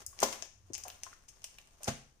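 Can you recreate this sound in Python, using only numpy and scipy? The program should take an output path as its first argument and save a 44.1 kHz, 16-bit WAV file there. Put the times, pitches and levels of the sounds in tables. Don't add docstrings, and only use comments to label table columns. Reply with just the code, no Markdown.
import sys
import numpy as np
from scipy import signal
from scipy.fft import rfft, irfft
from scipy.io import wavfile

SR = 44100
rng = np.random.default_rng(int(sys.argv[2]) if len(sys.argv) > 2 else 0)


def transcribe(signal):
    frames = np.atleast_2d(signal).T
    limited = np.clip(frames, -1, 1)
    pcm = np.round(limited * 32767).astype(np.int16)
    wavfile.write(sys.argv[1], SR, pcm)


N = 97020
TIME = np.arange(N) / SR
HZ = np.maximum(np.fft.rfftfreq(2 * N, 1 / SR), 1)
TILT_FROM_HZ = 1500
QUICK_S, RISE_SHARE = .0008, .3


def amp(db):
    return 10 ** (np.asarray(db) / 20)


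def read(points, hz=HZ):
    pitches, values = np.transpose(points)
    return np.interp(np.log(hz + 1), np.log(pitches + 1), values)


def level(points):
    return amp(np.interp(TIME, *np.transpose(points)))


def unit(x):
    return x / np.sqrt(np.mean(np.sum(x ** 2, -1)) + 1e-20)


def add(mix, start_s, sound):
    part = mix[:, max(round(start_s * SR), 0):][:, :sound.shape[-1]]
    part += sound[..., :part.shape[1]]


def ring(gain, size=4096):
    gain = np.interp(np.fft.rfftfreq(size, 1 / SR), HZ, gain)
    folded = irfft(np.log(np.maximum(gain, 1e-5)))
    folded[1:size // 2] *= 2
    folded[size // 2 + 1:] = 0
    return irfft(np.exp(rfft(folded)))


def through(x, response):
    return signal.fftconvolve(np.atleast_2d(x), np.atleast_2d(response), axes=1)[:, :N]


def hump(hz, octaves):
    return 1 / (1 + (np.log2(HZ / hz) / octaves) ** 2 / 2) ** 2


def paired(x):
    left, right = rfft(x)
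    hz = np.fft.rfftfreq(x.shape[1], 1 / SR)
    alike = 0.81 / (1 + (hz / 810) ** 2)
    right = alike * left + np.sqrt(abs(1 - alike ** 2)) * right
    return irfft(np.array([left, right]), x.shape[1])


def noise(size):
    return paired(rng.standard_normal((2, size)))


def wash(gain, grain_db=0):
    grains = amp(grain_db * np.minimum(rng.exponential(1, N), 6))
    return unit(through(noise(N) * grains, ring(gain))) * np.sqrt(N)


def burst(rise_s, fade_s, uneven=0, size=4096):
    t = TIME[:size]
    shape = np.minimum(t / rise_s, 1) * np.exp(-np.maximum(t - rise_s, 0) / fade_s)
    spectrum = rfft(rng.standard_normal((2, size)) * shape)
    spectrum /= (abs(spectrum) + 1e-12) ** (1 - uneven)
    return unit(paired(irfft(spectrum)) * np.sqrt(shape))


# time_s, side (plus is left, minus is right)
COVER_PATH = [(1.1, 1), (1.45, -0.68), (1.85, -1.3)]
def place(mix, start_s, sound):
    side = np.interp(start_s, *np.transpose(COVER_PATH)) * np.array([[.5], [-.5]])
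    hz = np.fft.rfftfreq(sound.shape[-1], 1 / SR)
    lag_s = np.round((side.max() - side) * 0.00018 * SR) / SR
    delayed = irfft(rfft(sound) * np.exp(-2j * np.pi * hz * lag_s), sound.shape[-1])
    add(mix, start_s, amp(1.5 * side) * delayed)


# pitch_hz, level_db
RUMBLE_TONE = [(38, -4.5), (120, -13.5), (250, -23), (16000, -44.5)]
def rumble():
    return amp(-69) * wash(amp(read(RUMBLE_TONE)))


# time_s, level_db
HUM_LEVELS = [(0, -67.5), (.48, -80), (.62, -69), (.9, -69.5), (1.3, -94)]
def table_hum():
    return level(HUM_LEVELS) * wash(hump(hz=82, octaves=0.43))


# time_s, level_db
RUB_LEVELS = [(.02, -56), (.06, -87), (.17, -69), (.222, -44), (.45, -65.5), (.52, -99.5), (.77, -69),
              (.89, -64), (1, -70.5), (1.25, -75), (1.8, -72.5), (1.88, -53), (2, -100)]
# pitch_hz, level_db
RUB_TONE = [(100, -6), (900, 0), (1600, -5), (16000, -17.5)]
def paper_rub():
    slips_s = np.arange(0, N / SR, .012)
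    clumps_db = 3.5 * np.interp(TIME, slips_s, rng.standard_normal(len(slips_s)))
    return level(RUB_LEVELS) * amp(clumps_db) * wash(amp(read(RUB_TONE)), grain_db=6)


# start_s, level_db, body_db, tilt_db_per_octave, fade_s
CREASES = [(0.0636, -18.5, -40, 7, .002), (.1897, -24, 8, -3, 0.001), (0.202, -19, -14, 3.5, 0.003),
           (0.3259, -19, 5, 8, 0.0043), (0.4229, -20.5, -4, -10.5, 0.0018),
           (0.7333, -25, -14.5, -1.5, 0.003), (0.7385, -25, -32, -7, .005), (0.7448, -24, -20, -8, .0007),
           (0.7508, -22, -7, -3, .001), (.756, -28, 5, 2, .003), (0.78, -19.5, 7.5, 19, 0.00093),
           (0.835, -25.5, -14, -1.5, 0.0052), (0.8812, -18.5, 6, 20.5, 0.0029),
           (0.9012, -26, 19, 0, 0.0012), (1.034, -21, -4, 2.5, 0.0013), (1.281, -32, -7.5, 2.5, 0.017),
           (1.441, -20, -5, 3.5, 0.0047), (1.5841, -27.5, 14.5, 14.5, 0.003),
           (1.832, -21, -3.5, 12, 0.0031), (1.8424, -24, -25, -3, 0.0036)]
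# pitch_hz, level_db
TICK_TONE = [(1000, -37.5), (3800, -27), (5200, -3.5), (9000, -7), (16000, -21)]
# pitch_hz, level_db
BODY_TONE = [(200, -31), (750, -3), (1400, -12.5), (2700, 4.5), (4200, -5.5), (16000, -53.5)]
def jacket_crackle():
    out, tick, body = np.zeros((2, N)), read(TICK_TONE), read(BODY_TONE)
    octaves = np.log2(np.maximum(HZ, TILT_FROM_HZ) / 6000)
    lift_s = (.76, 1.68)
    faint = [(np.interp(when, (0, 1), lift_s), -44 + 3 * strength, 0, 0, QUICK_S)
             for when, strength in rng.random((9, 2))]
    for start_s, level_db, body_db, tilt, fade_s in CREASES + faint:
        tone = ring(amp(tick + tilt * octaves) + amp(body + body_db))
        snap = through(burst(RISE_SHARE * fade_s, fade_s, uneven=.5), tone)
        place(out, start_s, amp(level_db) * unit(snap))
    return out


# start_s, level_db, pitch_hz, fade_s
FINGER_BUMPS = [(0.128, -38, 1088, 0.0083), (0.4224, -27, 685, 0.0041), (0.7004, -27.5, 316, 0.014),
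                (.851, -22, 728.6, 0.028), (1.0649, -26.5, 1055, 0.0053), (1.1295, -34.5, 1404, 0.0013),
                (1.806, -35.5, 600, 0.0098)]
def finger_knocks():
    out = np.zeros((2, N))
    for start_s, level_db, pitch_hz, fade_s in FINGER_BUMPS:
        shape = np.minimum(TIME / (RISE_SHARE * fade_s), 1) * np.exp(-TIME / fade_s)
        note = shape * np.sin(2 * np.pi * pitch_hz * TIME)
        scuff = through(burst(QUICK_S, fade_s), ring(hump(pitch_hz, octaves=.8)))
        place(out, start_s, amp(level_db) * unit(note))
        place(out, start_s, amp(level_db - 1) * unit(scuff))
    return out


# start_s, level_db, rise_s, fade_s, tilt_db_per_octave
PAGE_SLAPS = [(0.227, -4, 0.0063, 0.0092, 1.5), (1.8747, -7, 0.0061, 0.017, -2)]
# pitch_hz, level_db
SLAP_TONE = [(150, -2.5), (620, 7), (1500, 0.5), (3000, 0), (6000, -3), (16000, -12)]
def page_slaps():
    out = np.zeros((2, N))
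    octaves = np.log2(np.maximum(HZ / TILT_FROM_HZ, 1))
    for start_s, level_db, rise_s, fade_s, tilt in PAGE_SLAPS:
        tone = ring(amp(read(SLAP_TONE) + tilt * octaves))
        slap = through(burst(rise_s, fade_s, uneven=.5), tone)
        place(out, start_s, amp(level_db) * unit(slap))
    return out


# start_s, level_db, high_cut_hz, low_cut_hz, ring_db (added to level_db)
COVER_HITS = [(0.2292, 1, 1014, 460, -9), (.234, -12, 854, 250, 2.5), (.704, -28.5, 155, 113, -3),
              (1.874, -21, 930, 570, -32), (1.878, -17.5, 1103, 682, -24), (1.882, -11, 234, 81, 4.5),
              (1.885, -13.5, 820, 594, -7.5)]
# pitch_hz, level_db
RINGING_NOTES = [(43, -6), (135.5, 6.5), (170, -8), (223, -3), (251, 1.5), (310, -2), (428, -3), (540, -3),
                 (690, 2), (1045, -4)]
def cover_thumps():
    out, notes, t = np.zeros((2, N)), np.zeros(SR), TIME[:SR]
    for pitch_hz, level_db in RINGING_NOTES:
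        ring_s = .11 + 38 / pitch_hz
        notes += amp(level_db) * 1000 ** (-t / ring_s) * np.sin(2 * np.pi * pitch_hz * t)
    for start_s, level_db, high_cut_hz, low_cut_hz, ring_db in COVER_HITS:
        band = 1 / np.sqrt((1 + (HZ / high_cut_hz) ** 8) * (1 + (low_cut_hz / HZ) ** 6))
        puff = -unit(ring(band))
        place(out, start_s, amp(level_db) * puff)
        place(out, start_s, amp(level_db + ring_db) * unit(through(notes, puff)))
    return out


# pitch_hz, length_s
ECHO_LENGTHS = [(500, 0.42), (6000, 0.44), (15000, 0.31)]
# pitch_hz, level_db
ECHO_TONE = [(140, -19.5), (270, -10.5), (800, -10.5), (2000, -3), (15000, -6.5)]
def room_echo(sound):
    hz, t, bands = signal.stft(noise(SR), SR, nperseg=256)
    length_s = read(ECHO_LENGTHS, hz)[:, None]
    bands *= 1000 ** (-t / length_s)
    bands *= np.sqrt(2 * np.log(1000) / (length_s * SR))
    bands *= amp(read(ECHO_TONE, hz))[:, None]
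    echo = signal.istft(bands, SR, nperseg=256)[1]
    echo *= np.clip(TIME[:echo.shape[1]] / 0.02, 0, 1)
    add(echo, .002, amp(-7) * burst(QUICK_S, fade_s=0.013))
    return through(sound, echo)


def scene():
    book = page_slaps() + cover_thumps() + jacket_crackle() + finger_knocks() + paper_rub() + table_hum()
    return book + room_echo(book) + rumble()


# pitch_hz, level_db
LEFT_TONE = [(4000, 2.5), (5200, 9.5), (6400, 16.5), (8800, -3), (12500, 1), (15000, 7), (16000, -24)]
# pitch_hz, level_db
RIGHT_TONE = [(1800, 1), (4000, 0.5), (6400, 0), (8800, 10.5), (10500, 4.5), (15000, -7), (16000, -32)]
def record(dry):
    microphones = np.array([ring(amp(read(tone))) for tone in (LEFT_TONE, RIGHT_TONE)])
    high_cut = signal.firwin(511, 16200, window=("kaiser", 9), fs=SR)
    return signal.oaconvolve(through(dry, microphones), high_cut[None], "same")


dry = scene()
out = record(dry)
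transcribe(out)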